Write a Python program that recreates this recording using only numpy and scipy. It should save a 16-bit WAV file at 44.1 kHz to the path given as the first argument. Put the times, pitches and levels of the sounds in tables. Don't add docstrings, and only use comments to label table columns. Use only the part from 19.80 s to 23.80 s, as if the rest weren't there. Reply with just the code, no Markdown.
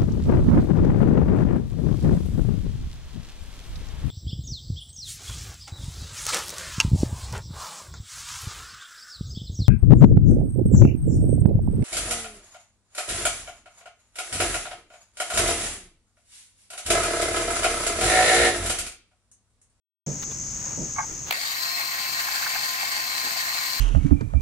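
import sys
import numpy as np
from scipy import signal
from scipy.fft import rfft, irfft, next_fast_len
from scipy.io import wavfile
from scipy.ndimage import uniform_filter1d, map_coordinates

SR = 44100
rng = np.random.default_rng(int(sys.argv[2]) if len(sys.argv) > 2 else 0)


def waveform_to_disk(signal):
    frames = np.transpose(np.atleast_2d(signal))
    scaled = np.clip(frames, -1, 1) * 32767
    samples = np.round(scaled).astype(np.int16)
    wavfile.write(sys.argv[1], SR, samples)


N = 176400


def drill():
    # time in seconds, shaft speed the motor settles to in Hz.
    speed = [(1.9, 352), (2.17, 346.3), (2.3, 347), (2.5, 345), (3.2, 345.2), (3.5, 343.7), (3.75, 345),
             (4, 344.6)]
    start_s, spin_up_s = 1.51, .077
    spin = 1 - np.exp(-np.maximum(clock() - start_s, 0) / spin_up_s)
    shaft_hz = spin * curves(speed)[0] * (1 + .0015 * wobble(70) + .00092 * wobble(9.3))
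    turn_rad = 2 * np.pi * np.cumsum(shaft_hz) / SR
    tones = shaft_tones(turn_rad) * spin ** 2
    shake = wobble(90)
    rattle = gear_rattle(shake) * ramp(start_s, .013)
    return tones + rattle + brush_fizz(turn_rad, shake) * spin ** .6


def shaft_tones(turn_rad):
    # shaft multiple, base level in dB, left over right in dB, left lead in rad.
    partials = [(1, -66, -6, 0), (2, -55, 2, 1), (3, -45, 6, 1.2), (12, -42.5, 7, -1.5), (13, -50, 6, 1),
                (15, -48, 6, 1.5), (16, -51.5, 5, 1.5), (17, -54, 2, 0), (18, -47.5, 1, 0), (21, -48, 7, 2),
                (24, -50.5, 6, 2), (38, -55, 14, 0), (39, -55, 14, 0), (40, -55, 13, 0)]
    # time in seconds, gain of the main whine in dB, of the upper whine in dB.
    whine = [(1.66, -5, -3), (1.71, 5.5, -2), (1.79, 2, 4), (1.83, 8, 6), (1.96, 8, 8), (2.05, 7, -2),
             (2.18, 1, 0), (2.38, 6, 0), (2.46, -3, 0), (2.55, 0, 0), (3.22, -2, -2), (3.28, 4, 1),
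             (3.47, 5.5, 0), (3.61, 3.5, -1), (3.73, 6, 1)]
    # time in seconds, gain of the low tones in dB.
    growl = [(1.6, 3), (1.7, -9), (1.77, -8), (1.82, 0)]
    main_db, upper_db = curves(whine)
    growl_db, = curves(growl)
    swell_db = {1: growl_db, 2: growl_db, 3: growl_db, 12: main_db, 15: upper_db}
    sides = np.array([[.5], [-.5]])
    tones = 0
    for multiple, db, pan_db, lead_rad in partials:
        level_db = db + swell_db.get(multiple, 0) + 1.8 * wobble(45) + sides * pan_db
        tones += np.sqrt(2) * amp(level_db) * np.sin(multiple * turn_rad + sides * lead_rad)
    return tones


def gear_rattle(shake):
    # time in seconds, base level of the housing in dB, of the ring in dB.
    levels = [(1.54, -35.5, -38), (1.58, -37.5, -33), (1.96, -36.5, -35), (2.02, -32.5, -34),
              (2.06, -37, -36), (2.45, -34.5, -32.5), (3.1, -35, -33), (4.0, -35, -33)]
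    # frequency in Hz, gain in dB.
    housing_spectrum = [(120, -40), (200, -17.5), (400, -22), (560, -16), (703, -4.5), (872, -4),
                        (949, -9.5), (1020, -8.5), (1100, 0), (1310, -8), (1610, -2), (1730, -3.5),
                        (1850, 3), (2020, -3), (2120, 3.5), (2300, 3.5), (2470, -5.5), (2620, 3.5),
                        (2890, -14.5), (3500, -16), (4550, -48), (7700, -120)]
    ring_spectrum = [(2000, -22), (2900, -9), (3120, -5), (3350, -10), (3950, -4), (4500, 3.5), (4800, -1),
                     (5100, -6.5), (5600, -9), (6300, -8.5), (6750, -4), (6950, -9), (7600, -6),
                     (8000, -11), (9400, -11), (10300, -22), (11500, -12), (15000, -62)]
    housing_db, ring_db = curves(levels)
    housing = on_drill(patchy(grains(5000), depth_db=1.5), housing_spectrum)
    housing *= amp(housing_db - 1 + .36 * shake + .49 * wobble(25.23))
    ring = on_drill(patchy(grains(12000), depth_db=.8), ring_spectrum)
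    ring *= amp(ring_db + 1.2 * shake + .6 * wobble(24.8))
    return housing + ring


def brush_fizz(turn_rad, shake):
    # frequency in Hz, gain in dB.
    spectrum = [(6350, -101), (10800, -33), (11700, -29), (12300, -2), (13000, 4.5), (14000, 7), (14700, 7),
                (15800, -1.5)]
    sparks = patchy(grains(14000, scatter_db=2), depth_db=2)
    fizz = on_drill(sparks * (1 + .3 * np.cos(turn_rad)), spectrum)
    return fizz * amp(-39.5 + .2 * shake + .46 * wobble(14))


def on_drill(pair, spectrum):
    # frequency in Hz, left-right likeness.
    alike = [(200, 0.16), (800, 0.74), (1300, 0.29), (1800, 0.9), (2600, 0.54), (3300, 0.12), (4400, 0.23),
             (5400, 0.065), (6200, 0.24), (7500, 0.09), (9500, 0.43), (13000, .05)]
    # frequency in Hz, left over right in dB.
    pan = [(300, -17.5), (700, 4), (1150, 2), (1900, -4.5), (2600, 1), (3300, 8.5), (4600, 9), (6000, 2.5),
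           (7400, 7.5), (9500, -0.5), (11300, 2), (13300, 16), (15500, 9)]
    # frequency in Hz, left lead in rad.
    lead = [(300, 0), (1050, 1.2), (1500, 3.2), (1850, 3.4), (2700, 6.8), (4100, 10.6), (4600, 13.6),
            (5700, 12.57)]
    return placed(pair, spectrum, alike, pan, lead)


def gearbox_clacks():
    # start in seconds, level in dB, t60 in seconds, crack relative to body in dB.
    blows = [(1.5056, -23.5, 0.021, -12), (1.5085, -13, 0.023, -17), (1.5236, -21.5, 0.031, 0)]
    # frequency in Hz, gain in dB.
    spectrum = [(200, -27), (800, 8), (1600, -6), (2350, 10.5), (2900, 4), (3400, 0), (4200, 4), (5200, -7),
                (15000, -10)]
    body = placed(noise(), spectrum, alike=.33, pan=1)
    crack = on_drill(noise(), [(500, 2), (4000, 17), (10000, 1), (14000, 14)])
    return sum(amp(db) * struck(start_s, t60_s, attack_s=.0013) * (body + amp(crack_db) * crack)
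               for start_s, db, t60_s, crack_db in blows)


def bit_contact():
    # start in seconds, length in seconds, level in dB.
    touches = [(.417, 0.029, -39), (.505, 0.029, -45), (1.455, 0.091, -40)]
    rubs = [(.455, 0.083, -46), (1.275, 0.074, -46), (3.43, 0.08, -46.5)]
    # frequency in Hz, gain in dB.
    touch_spectrum = [(300, -2.5), (1000, 1), (2200, -3), (3600, -4), (5000, -4), (9000, -25), (14000, -14)]
    rub_spectrum = [(100, -38), (230, 3.5), (420, 2.5), (800, -16), (1500, -17), (4000, -50)]
    touch = placed(grains(15000, scatter_db=4), touch_spectrum, alike=.15, pan=.0038)
    rub = placed(noise(), rub_spectrum, alike=.61, pan=-1.8)
    clink = amp(-38.5) * struck(.511, t60_s=.04, attack_s=.001) * np.sin(2 * np.pi * 3460 * clock())
    return touch * strokes(touches) + rub * strokes(rubs) + clink


def bit_chatter():
    # centre in Hz, half-width in Hz.
    bands = [(820, 130), (1560, 330)]
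    # start in seconds, length in seconds, low band in dB, high band in dB.
    scrapes = [(2.476, 0.019, -39, -32), (2.544, 0.035, -41.5, -37), (2.62, 0.024, -50, -32),
               (2.657, 0.022, -39, -27.5), (2.749, .022, -33.5, -30.5), (3.026, .024, -32.5, -52),
               (3.158, 0.026, -36.5, -54), (3.464, 0.027, -39, -36.5), (3.558, 0.019, -35.5, -41)]
    chatter = 0
    for band, (hz, width_hz) in enumerate(bands):
        ring = filtered(grains(4000, scatter_db=1.5), lambda f: (1 + ((f - hz) / width_hz) ** 2) ** -1.6)
        ring = steadied(placed(ring, spectrum=0, alike=.37, pan=0))
        chatter += ring * strokes([(start_s, length_s, db[band]) for start_s, length_s, *db in scrapes])
    return chatter


def handling_bumps():
    # start in seconds, thud in dB, thud t60 in seconds, boom in dB.
    bumps = [(0.265, -32, 0.47, -28), (0.283, -38.5, 0.18, -31), (.975, -31, 0.39, -43),
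             (1.012, -39.5, 0.18, -34)]
    # frequency in Hz, gain in dB.
    spectrum = [(29, -52), (50, -36), (128, -4.5), (162, -1), (391, -11), (460, -13.5), (528, -12.5),
                (939, -25.5), (1000, -25), (1300, -66), (2200, -120)]
    boom_hz = 147.5
    thuds = placed(noise(), spectrum, alike=.69, pan=-3)
    thuds *= sum(amp(db) * struck(start_s, t60_s, attack_s=.001) for start_s, db, t60_s, _ in bumps)
    swell = sum(amp(db) * struck(start_s, t60_s=.24, attack_s=.0072) for start_s, _, _, db in bumps)
    boom = np.sqrt(2) * swell * np.sin(2 * np.pi * boom_hz * clock() + .25 * wobble(39.4))
    return thuds + boom * amp([[-1.5], [1.5]])


def bar_judder():
    # resonance in Hz, width in Hz, gain in dB.
    modes = [(737, 58, -7.5), (883, 74, 1.5), (1113, 36, 4.5), (1217, 91, -9), (1564, 200, -8.5),
             (2170, 160, -7.5)]
    # start in seconds, length in seconds, level in dB.
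    judders = [(1.156, 0.023, -36), (1.179, 0.024, -22.5), (1.194, 0.025, -27), (1.21, 0.047, -36)]

    def response(f):
        return sum(amp(db) / (1 + (2 * (f - hz) / width_hz) ** 2) for hz, width_hz, db in modes)

    ring = placed(filtered(noise(), response), spectrum=0, alike=.78, pan=-1.1, lead=-.69)
    return steadied(ring) * strokes(judders)


def grip_rustle():
    # start in seconds, length in seconds, level in dB.
    rustles = [(.8, 0.2, -47.5), (.905, 0.027, -51)]
    # frequency in Hz, gain in dB.
    spectrum = [(200, -9), (500, 5), (1100, 1), (2200, -3.5), (4000, -15), (9000, -31)]
    return placed(grains(6000, scatter_db=1.5), spectrum, alike=.32, pan=0) * strokes(rustles)


def cicadas():
    # clicks per second, relative level in dB.
    insects = [(74.39, 0), (81.1, -5), (69.3, -6), (77.9, -5)]
    # frequency in Hz, gain in dB.
    spectrum = [(2350, -62), (4000, -29.5), (4700, -22), (5000, -14.5), (5400, -16.5), (5720, -2.5),
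                (6560, 3.5), (6890, -1.5), (7070, -11), (7830, -13.5), (8310, -38), (9190, -26.5),
                (9800, -75), (16000, -90)]
    # time in seconds, level in dB.
    chorus = [(0.3, -35.5), (0.668, -33), (1.194, -34.5), (1.47, -37)]
    trees_t60_s, hiss_db = .12, -22
    clicks = np.zeros(N)
    for rate_hz, db in insects:
        cycle = rate_hz * (clock() + 1e-5 * wobble(60) + 4e-5 * wobble(4.66))
        gap_samples = (cycle % 1 - .5) / rate_hz * SR
        clicks += amp(db) * np.sinc(gap_samples / 2) * np.exp(-(gap_samples / 10) ** 2)
    tail_s = np.arange(SR // 10) / SR
    trees = rng.standard_normal((2, len(tail_s))) * amp(-60 * tail_s / trees_t60_s)
    song = unit(signal.fftconvolve(clicks[None], trees, axes=1)[:, :N])
    return placed(song + amp(hiss_db) * noise(), spectrum, alike=.73, pan=3.9) * amp(curves(chorus)[0])


def rumble_and_air():
    # frequency in Hz, gain in dB.
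    rumble_spectrum = [(15, -33), (25, -12), (43, 4.5), (75, -1), (139, 6), (172, -0.5), (267, -6),
                       (365, -11.5), (500, -16.5), (650, -20), (1100, -120)]
    air_spectrum = [(200, 2.5), (500, -4.5), (1000, -4), (2200, -6.5), (3800, -12.5), (8500, -10.5),
                    (10500, -35.5), (13500, -18.5), (16000, -25.5)]
    rumble = placed(noise(), rumble_spectrum, alike=[(30, .91), (120, 1)], pan=[(50, 2), (150, -5.5)])
    rumble *= amp(-44 + 1.36 * wobble(9.05))
    air = placed(noise(), air_spectrum, alike=[(300, .18), (8000, .072)], pan=0)
    return rumble + air * amp(-48 + wobble(9.14))


def amp(db):
    return 10 ** (np.asarray(db) / 20)


def unit(x):
    return x / np.sqrt(np.mean(x ** 2) + 1e-20)


def clock():
    return np.arange(N) / SR


def noise():
    return rng.standard_normal((2, N))


def ramp(start_s, length_s):
    return np.clip((clock() - start_s) / length_s, 0, 1)


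def along(points, hz):
    if np.isscalar(points):
        return np.full_like(hz, points)
    knots_hz, values = np.transpose(points)
    return np.interp(np.log(hz + 1), np.log(knots_hz + 1), values)


def curves(rows):
    times_s, *columns = np.transpose(rows)
    return [np.interp(clock(), times_s, column) for column in columns]


def wobble(knots_per_s):
    return map_coordinates(rng.standard_normal(N // 20), [clock() * knots_per_s], mode="wrap")


def grains(per_s, scatter_db=0):
    impacts = noise() * (rng.random(N) < per_s / SR)
    return unit(impacts * amp(scatter_db * np.clip(rng.standard_normal(N), -2, 2)))


def struck(start_s, t60_s, attack_s):
    age_s = np.maximum(clock() - start_s, 0)
    return (1 - np.exp(-age_s / attack_s)) * amp(-60 * age_s / t60_s)


def strokes(rows):
    return sum(amp(db) * np.sin(np.pi * ramp(start_s, length_s)) for start_s, length_s, db in rows)


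def filtered(x, response):
    size = next_fast_len(N + SR // 2)
    return irfft(rfft(x, size) * response(np.fft.rfftfreq(size, 1 / SR)), size)[..., :N]


def placed(pair, spectrum, alike, pan, lead=0):
    size = next_fast_len(N + SR // 2)
    hz = np.fft.rfftfreq(size, 1 / SR)
    lead_rad = along(lead, hz)
    likeness = np.clip(along(alike, hz), -.9, .99)
    tilt = amp(along(pan, hz) / 2)
    mid_gain = np.sqrt(tilt ** 2 + tilt ** -2 + 2 * likeness * np.cos(lead_rad))
    coloured = rfft(pair, size) * amp(along(spectrum, hz)) / mid_gain
    common, opposed = coloured * np.sqrt([1 + likeness, 1 - likeness])
    left_gain = tilt * np.exp(.5j * lead_rad)
    stereo = irfft([(common + opposed) * left_gain, (common - opposed) / left_gain], size)[:, :N]
    return stereo / (stereo.mean(0).std() + 1e-20)


def patchy(x, depth_db):
    bands = signal.stft(x, nperseg=512)[2]
    drift = uniform_filter1d(rng.standard_normal(bands.shape[1:]), size=5, axis=0)
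    drift = uniform_filter1d(drift, size=13, axis=1)
    return signal.istft(bands * amp(depth_db * unit(drift)), nperseg=512)[1][:, :N]


def steadied(x):
    power = uniform_filter1d((x ** 2).mean(0), size=SR // 60)
    return x / np.sqrt(np.abs(power) + 1e-9)


def scene():
    tool = drill() + bit_contact() + bit_chatter() + gearbox_clacks()
    handling = handling_bumps() + bar_judder() + grip_rustle()
    sink_db = -16.5 * ramp(1.495, .014)
    return tool + handling + (rumble_and_air() + cicadas()) * amp(sink_db)


def record(dry):
    open_s, dip_hz, top_hz = .2628, 10100, 15800
    opened = dry * ramp(open_s, .0017)
    return filtered(opened, lambda hz: (hz < top_hz) * amp(-10 * np.exp(-((hz - dip_hz) / 180) ** 2)))


dry = scene()
out = record(dry)
waveform_to_disk(out)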